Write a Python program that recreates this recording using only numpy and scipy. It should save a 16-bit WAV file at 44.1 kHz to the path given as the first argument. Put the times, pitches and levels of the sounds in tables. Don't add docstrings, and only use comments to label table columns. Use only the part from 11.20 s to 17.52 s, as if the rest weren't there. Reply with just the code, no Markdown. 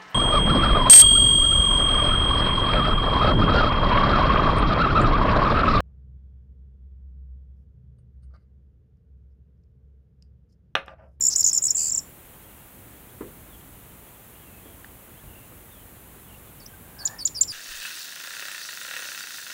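import sys
import numpy as np
from scipy import signal
from scipy.fft import rfft, irfft
from scipy.io import wavfile
from scipy.ndimage import uniform_filter1d

SR = 44100
rng = np.random.default_rng(int(sys.argv[2]) if len(sys.argv) > 2 else 0)


def transcribe(signal):
    frames = np.atleast_2d(signal).T
    limited = np.clip(frames, -1, 1)
    pcm = np.round(limited * 32767).astype(np.int16)
    wavfile.write(sys.argv[1], SR, pcm)


N = 278712

UPPER_SIDE = { "fall": [(0, 8620, -30, 0.06), (.12, 7640, -13, 0), (.27, 7120, 0, 0.06),
              (.52, 6820, -2, 0.08), (.65, 6170, -9, 0.08), (.76, 5480, -7.5, 0), (.9, 5160, -18.5, 0),
              (1, 5160, -25.5, 0)], "slide": [(0, 8600, -22, 0), (.07, 7950, -10, 0), (.18, 7550, -7, 0),
              (.32, 7230, 0, 0), (.52, 6700, -11, 0.2), (.65, 6020, -18, 0.06), (.76, 5500, -10, 0.1),
              (.92, 5400, -19, 0.1), (1, 5300, -30, 0.02)], "rise": [(0, 6900, -11, 0), (.38, 7060, -5, 0),
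              (.62, 7400, -1, 0.03), (.8, 7800, -5, 0.2), (1, 8100, -22, 0.1)], "hook": [(0, 6530, -16, 0),
              (.25, 6920, -5.5, 0.04), (.48, 7200, 1.5, 0.17), (.7, 8100, -4, 0.15), (1, 8170, -12.5, 0)],
              "drop": [(0, 7800, -13, 0), (.2, 6920, -1, 0), (.55, 6680, 0, 0), (.75, 6000, -10.5, 0),
              (1, 4940, -21, 0.04)], "twine": [(0, 5300, -17, 0), (.12, 6200, -6, 0), (.22, 7130, 0, 0.05),
              (.45, 7320, -0.5, 0.14), (.62, 7800, -5, 0.13), (.8, 7960, -21.5, 0), (1, 8270, -8, 0)],
              "scrape": [(0, 7700, -10, 0.04), (.25, 6650, -1, 0), (.5, 5780, -1, 0),
              (.75, 5330, -6.5, 0.1), (1, 5200, -8, 0)], "clink": [(0, 8460, -21, 0), (.13, 7550, -13, 0),
              (.3, 7150, 0.5, 0), (.5, 6840, -3, 0), (.7, 6600, -14.5, 0.1), (1, 6500, -44, 0)],
              "low": [(0, 5660, -5, 0.02), (.35, 5330, -1, 0), (.7, 5160, -3, 0.1), (1, 5200, -10, 0.1)],
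              "buzz": [(0, 5730, -18, 0.75), (.3, 5520, -5, 0.7), (.7, 5630, -5.5, 0.44),
              (.88, 5350, -4, 0.6), (1, 5060, -15.5, 0.3)], "lisp": [(0, 5320, -15, 0.5),
              (.15, 5460, -1.5, 0.47), (.35, 5260, -0.5, 0.43), (.55, 4920, -0.5, 0.13),
              (.8, 4680, -2.5, .04), (.92, 4750, -0.5, 0.08), (1, 4750, -18, 0.1)],
              "tick": [(0, 4000, -14, 0.1), (.12, 5600, -26, 0), (.21, 6770, -3, 0.12),
              (.35, 7210, 0.5, 0.07), (.62, 7230, -5, 0), (.8, 7580, -12.5, 0.04), (1, 8170, -16, 0.1)],
              "chip": [(0, 3900, -11, 0), (.25, 5160, -16, 0.1), (.5, 5620, 2, 0.07), (.66, 6130, 1.5, 0.2),
              (.77, 4000, -1, 0), (.9, 3000, -10.5, 0), (1, 2450, -10, 0)], "sigh": [(0, 5800, -6, 0),
              (.08, 5300, 6.5, 0), (.25, 4730, -3, 0), (.5, 4580, -1, 0), (.85, 4550, -1, 0),
              (1, 4550, -12, 0)], "whit": [(0, 5170, -21, 0), (.4, 4770, -11, 0), (.7, 5800, 2.5, 0),
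              (1, 6250, -21, 0.07)], }
LOWER_SIDE = { "fall": [(0, 5700, -42, 0.004), (.25, 5370, -32, 0), (.5, 5280, -25, 0),
              (.7, 5340, -34, 0.0021)], "clink": [(0, 5800, -44, 0), (.35, 5590, -24, 0),
              (.65, 5460, -13, 0), (.85, 5250, -17, 0), (1, 4960, -23, 0)], "hook": [(0, 5700, -22, 0),
              (.25, 5420, -19.5, 0), (.55, 5160, -30, 0), (1, 5150, -47, 0)], "drop": [(0, 5480, -27, 0),
              (.4, 5140, -22, 0), (1, 4820, -40, 0)], "twine": [(0, 4800, -32, 0), (.25, 4750, -23, 0),
              (.52, 4470, -17, 0), (.78, 5050, -13, 0.01), (1, 5400, -24, 0.0025)], }
# t/s, notes, first gap/s, gap ratio, length/s, gesture, pitch factor, first and last level/dB, rasp 0-1
TRILLS = [ (.0066, 5, .0138, 1.025, 0.012, "clink", 1.01, -14, -8.5, 0.11),
          (.099, 6, .0073, .97, 0.008, "scrape", .96, -25, -17, 0.56),
          (0.1788, 3, .012, 1.02, .014, "clink", 1, -14.5, -9, 0.18),
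          (0.2619, 4, .011, .93, .0105, "drop", .99, -9.5, -14, 0.39),
          (0.3453, 2, 0.015, 1, 0.014, "clink", 1.015, -13, -15, 0.06),
          (0.4368, 3, 0.014, 1, 0.0096, "hook", 0.97, -11.5, -12, 0.17),
          (.4805, 2, .0125, 1, .01, "low", 1.03, -18.5, -22, 0.13),
          (.5765, 9, .013, .995, .013, "twine", 1.005, -16.5, -19, .26),
          (0.714, 3, .0278, 1.08, .026, "slide", 1.004, -14.5, -13.5, 0.21), ]
# t/s, length/s, gesture, pitch factor, level/dB, rasp 0-1
SINGLE_NOTES = [ (.0796, .012, "rise", 1, -8, 0.12), (.1525, .01, "buzz", 1, -12, 0.2),
                (.158, 0.0087, "hook", 0.94, -8, 0.3), (.1735, .009, "clink", 1.14, -20, .5),
                (.2255, .0095, "buzz", .98, -15.5, .8), (.2395, .017, "fall", 1, -8, 0),
                (.312, 0.012, "low", 1.01, -21.5, 0.2), (.329, 0.0087, "hook", 1, -12, 0.2),
                (.3400, 0.008, "low", 1.02, -22, 0.06), (.3727, 0.015, "fall", 0.99, -9, .07),
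                (.42, 0.013, "rise", 1.01, -14, .1), (.5022, .014, "fall", 1.015, -9, .1),
                (.5470, 0.016, "rise", 1.02, -14.5, 0.05), (.566, 0.0086, "hook", 0.96, -14.5, .3),
                (.6926, .019, "slide", .975, -16, 0.44), (5.4006, 0.039, "sigh", .99, -50.5, .3),
                (5.4575, .010, "whit", 1.01, -32.5, .05), ]
# t/s, wait for tick/s, pitch factor, lisp level/dB, tick level/dB
OPENERS = [(5.784, 0.066, 0.94, -35, -14), (5.984, .0658, 0.96, -28.5, -11), (6.145, .063, 1, -26, -7),
           (6.276, .062, 1, -26, -10)]
# f/Hz, level/dB
THROAT_EQ = [(2800, -14), (3700, -4.5), (4500, -2.5), (5500, 0.5), (6300, -3.5), (7000, .5), (8100, 0),
             (8800, -6.5)]
OCTAVE_EQ = [(1500, -90), (6000, -26), (9500, -10), (11000, -25), (14000, -24), (16000, -28)]
MIXED_TONE_EQ = [(1200, -70), (2600, -8), (3500, -30), (10000, -26), (12000, -3.5), (14000, -18)]

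# delay/s, level/dB
FLOWER_ECHOES = [(.0024, -25), (.0047, -13.5), (0.0107, -19.5)]
# delay/s, t60/s, level/dB
CROP_TAILS = [(.003, 0.07, -10.5), (0.011, 0.25, -17)]
# f/Hz, level/dB
CROP_EQ = [(4200, -2), (5300, -5), (6200, -9), (7200, 1), (8300, -1.5)]

# f/Hz, level/dB
AIR_SPECTRUM = [(12, -35.5), (25, -11), (50, 0), (105, -1.5), (220, -7), (450, -12.5), (850, -16),
                (2000, -20.5), (3000, -23), (4200, -29), (5200, -38), (9000, -56)]
HISS_SPECTRUM = [(3000, -28), (5000, -18), (6300, -9.5), (8000, -5), (10500, -1.5), (13500, 0.5),
                 (15500, 1.5), (16500, -5)]
# t/s, level/dB
GUSTS = [(0.0, -50), (0.67, -52), (0.69, -49), (1.04, -52), (1.51, -51.5), (1.53, -49), (1.83, -52),
         (2.04, -47.5), (2.16, -50), (2.69, -50), (2.94, -53), (3.29, -50), (3.86, -52), (3.94, -47),
         (3.99, -55.5), (4.08, -43.5), (4.15, -51), (6.32, -49.5)]

# t/s, length/s, start f/Hz, middle f/Hz, end f/Hz, level/dB, blur/Hz, warble depth/Hz
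FAR_WHISTLES = [ (1.25, .21, 2780, 2810, 2800, -67.5, 54, 81.5), (2.28, .1, 3900, 3450, 3050, -63, 160, -2),
                (3.13, 0.14, 2720, 2910, 2790, -65, 22, 0), (3.21, .23, 2940, 2630, 2580, -64, 25, 0),
                (3.41, .16, 3340, 3290, 3250, -66, 200, 0), (3.93, 0.083, 2410, 2940, 3620, -62.5, 200, 0),
                (4.03, 0.27, 2810, 2800, 2700, -61.5, 90, 93), (4.48, .19, 3710, 3320, 2600, -64, 200, 0),
                (5.07, .11, 3000, 2930, 2770, -58.5, 140, 152),
                (5.525, 0.031, 1540, 1560, 1540, -56, 50, 0), ]

# t/s, level/dB
KNOCKS = [(1.744, -24), (2.008, 0), (3.453, -15.5), (4.314, -18.5)]
# f/Hz, level/dB, width/Hz, t60/s
KNOCK_MODES = [(304.6, -36, 160, 0.27), (420, -33.5, 190, 0.21), (962, -44.5, 220, .14),
               (1493, -44, 1040, 0.14)]
TAP_MODES = [(1680, -30.5, 150, 0.015), (2000, -33, 2600, 0.0089)]

# t/s, f/Hz, level/dB
HOARSE_CONTOUR = [(5.63, 795, -68), (5.69, 798, -57.5), (5.76, 790, -65.5), (5.835, 810, -50.5),
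                  (5.919, 877, -49.5), (5.975, 912, -53.5), (6.02, 910, -69.5)]
# harmonic number, level/dB, blur/Hz
HOARSE_PARTIALS = [(1, -4.5, 250), (2, -0.5, 130)]
# f/Hz, level/dB
RUSH_SPECTRUM = [(300, -25), (700, -1), (1300, -3), (1800, -8), (2300, -18)]


def gain_of(db):
    return 10 ** (np.asarray(db) / 20)


def unit_rms(x):
    return x / np.sqrt(np.mean(x ** 2) + 1e-20)


def add(mix, start_s, sound):
    part = mix[max(round(start_s * SR), 0):][:len(sound)]
    part += sound[:len(part)]


def coloured(x, eq):
    hz, db = np.transpose(eq)
    bin_hz = np.fft.rfftfreq(2 * N, 1 / SR)
    response = gain_of(np.interp(np.log(bin_hz + 1), np.log(hz), db))
    return irfft(rfft(x, 2 * N) * response)[:N]


def noise(spectrum):
    return unit_rms(coloured(rng.standard_normal(N), spectrum))


def drift(width_hz, size=16384):
    hz = np.fft.fftfreq(size, 1 / SR)
    wander = np.fft.ifft(np.exp(2j * np.pi * rng.random(size)) / (1 + (hz / width_hz) ** 4) ** .5)
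    return wander / np.sqrt(np.mean(abs(wander) ** 2))


def envelope(x):
    return np.sqrt(np.convolve(x ** 2, signal.windows.hann(89) / 44, "same") + 1e-12)


def trill(start_s, count, gap_s, gap_ratio, length_s, gesture, pitch, first_db, last_db, rasp):
    onsets_s = start_s + np.cumsum(np.r_[0, gap_s * gap_ratio ** np.arange(count - 1)])
    levels_db = np.linspace(first_db, last_db, count)
    return [(at_s, length_s, gesture, pitch, db, rasp) for at_s, db in zip(onsets_s, levels_db)]


def membrane(contour, length_s, pitch, rasp, flutter_hz=228, flutter_swing=.11, rasp_hz=800):
    t = np.arange(0, length_s, 1 / SR)
    share, *columns = np.transpose(contour)
    hz, db, flutter = (uniform_filter1d(np.interp(t / length_s, share, c), size=30) for c in columns)
    tremble_rad = 2 * np.pi * flutter_hz * t
    jitter = drift(rasp_hz)[:len(t)]
    hz = hz * pitch * (1 - flutter_swing * flutter * np.sin(tremble_rad) + .128 * rasp * jitter.real)
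    pulsing = 1 - np.clip(1.53 * flutter, 0, .9) * (1 + np.cos(tremble_rad)) / 2
    roughness = 1 + .5 * rasp * jitter.imag
    amplitude = gain_of(db) * pulsing * roughness * signal.windows.tukey(len(t), .08)
    return amplitude * np.sin(2 * np.pi * np.cumsum(hz) / SR)


def syrinx_side(gestures):
    phrases = [SINGLE_NOTES] + [trill(*row) for row in TRILLS] + [opener(*row) for row in OPENERS]
    out = np.zeros(N)
    for phrase in phrases:
        for start_s, length_s, gesture, pitch, db, rasp in phrase:
            if gesture in gestures:
                add(out, start_s, gain_of(db) * membrane(gestures[gesture], length_s, pitch, rasp))
    return out


def bunting(lower_octave_db=9):
    upper, lower = syrinx_side(UPPER_SIDE), syrinx_side(LOWER_SIDE)
    octaves = upper ** 2 / envelope(upper) + gain_of(lower_octave_db) * lower ** 2 / envelope(lower)
    mixed = upper * lower / envelope(upper + lower)
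    return coloured(upper + lower, THROAT_EQ) + coloured(octaves, OCTAVE_EQ) + coloured(mixed, MIXED_TONE_EQ)


def field(song):
    t = np.arange(SR // 2) / SR
    near, tail = np.zeros(len(t)), np.zeros(len(t))
    near[0] = 1
    for delay_s, db in FLOWER_ECHOES:
        add(near, delay_s, gain_of([db]))
    for delay_s, t60_s, db in CROP_TAILS:
        scatter = rng.standard_normal(len(t)) * np.exp(-np.log(1000) * t / t60_s)
        add(tail, delay_s, gain_of(db) * scatter / np.linalg.norm(scatter))
    return (signal.fftconvolve(song, near) + signal.fftconvolve(coloured(song, CROP_EQ), tail))[:N]


def wind_and_hiss(air_db=-49, hiss_db=-50.5, gust_edge_hz=330):
    times_s, db = np.transpose(GUSTS)
    gust = gain_of(np.interp(np.arange(N) / SR, times_s, db - np.median(db)))
    air = gain_of(air_db) * noise(AIR_SPECTRUM)
    bass = signal.sosfiltfilt(signal.butter(2, gust_edge_hz, fs=SR, output="sos"), air)
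    return air + (gust - 1) * bass + gain_of(hiss_db) * noise(HISS_SPECTRUM)


def far_chirps(rate_per_s=2.8, length_s=.048, centre_hz=3254, db=-66.5, blur_hz=110):
    rows = []
    for when, height, tilt in rng.random((round(rate_per_s * N / SR), 3)):
        hz = centre_hz * (1 + .05 * (2 * height - 1))
        glide_hz = hz * .045 * (2 * tilt - 1)
        rows.append((when * N / SR, length_s, hz - glide_hz, hz, hz + glide_hz, db, blur_hz, 0))
    return rows


def far_birds(warbles_per_s=27):
    out = np.zeros(N)
    whistles = list(FAR_WHISTLES) + far_chirps()
    for start_s, length_s, start_hz, middle_hz, end_hz, db, blur_hz, warble_hz in whistles:
        position = np.linspace(-1, 1, int(length_s * SR))
        slope_hz = (end_hz - start_hz) / 2
        arch_hz = (start_hz + end_hz) / 2 - middle_hz
        hz = middle_hz + position * slope_hz + position ** 2 * arch_hz
        hz += warble_hz * np.sin(np.pi * warbles_per_s * length_s * position)
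        whistle = (drift(blur_hz / 2)[:len(hz)] * np.exp(2j * np.pi * np.cumsum(hz) / SR)).real
        add(out, start_s, gain_of(db) * unit_rms(whistle) * signal.windows.tukey(len(hz), .5))
    return out


def struck(modes, rise_s=.00096):
    out = 0
    for hz, db, width_hz, t60_s in modes:
        blur = drift(width_hz / 2)
        t = np.arange(len(blur)) / SR
        decay = (1 - np.exp(-t / rise_s)) * np.exp(-np.log(1000) * t / t60_s)
        ring = (blur * np.exp(2j * np.pi * hz * t)).real * decay
        out += gain_of(db) * ring * np.linalg.norm(decay) / np.linalg.norm(ring)
    return out


def knocks(tap_at_s=3.6445):
    out = np.zeros(N)
    for start_s, db in KNOCKS:
        add(out, start_s, gain_of(db) * struck(KNOCK_MODES))
    add(out, tap_at_s, struck(TAP_MODES))
    return out


def hoarse_call(rush_db=-1.5):
    times_s, hz, db = np.transpose(HOARSE_CONTOUR)
    t = np.arange(N) / SR
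    phase_rad = 2 * np.pi * np.cumsum(np.interp(t, times_s, hz)) / SR
    voice = np.zeros(N)
    for harmonic, partial_db, blur_hz in HOARSE_PARTIALS:
        partial = (drift(blur_hz / 2, size=N) * np.exp(1j * harmonic * phase_rad)).real
        voice += gain_of(partial_db) * unit_rms(partial)
    amplitude = np.interp(t, times_s, gain_of(db), left=0, right=0)
    return amplitude * (voice + gain_of(rush_db) * noise(RUSH_SPECTRUM))


def opener(start_s, wait_s, pitch, lisp_db, tick_db, chip_db=-22.5):
    lisp_s, tick_s, chip_s = .05, .018, .012
    lisp_rasp, tick_rasp, chip_rasp = .2, .083, .42
    tick_pitch = pitch ** .5
    return [(start_s, lisp_s, "lisp", pitch, lisp_db, lisp_rasp),
            (start_s + wait_s, tick_s, "tick", tick_pitch, tick_db, tick_rasp),
            (start_s + wait_s + tick_s, chip_s, "chip", tick_pitch, chip_db, chip_rasp)]


def scene():
    return (field(bunting()) + far_birds() + hoarse_call() + knocks() + wind_and_hiss())[None]


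def record(dry):
    edge_hz = 15830
    lowpass = signal.firwin(511, edge_hz, window=("kaiser", 9), fs=SR)
    return signal.oaconvolve(dry, lowpass[None], "same")


dry = scene()
out = record(dry)
transcribe(out)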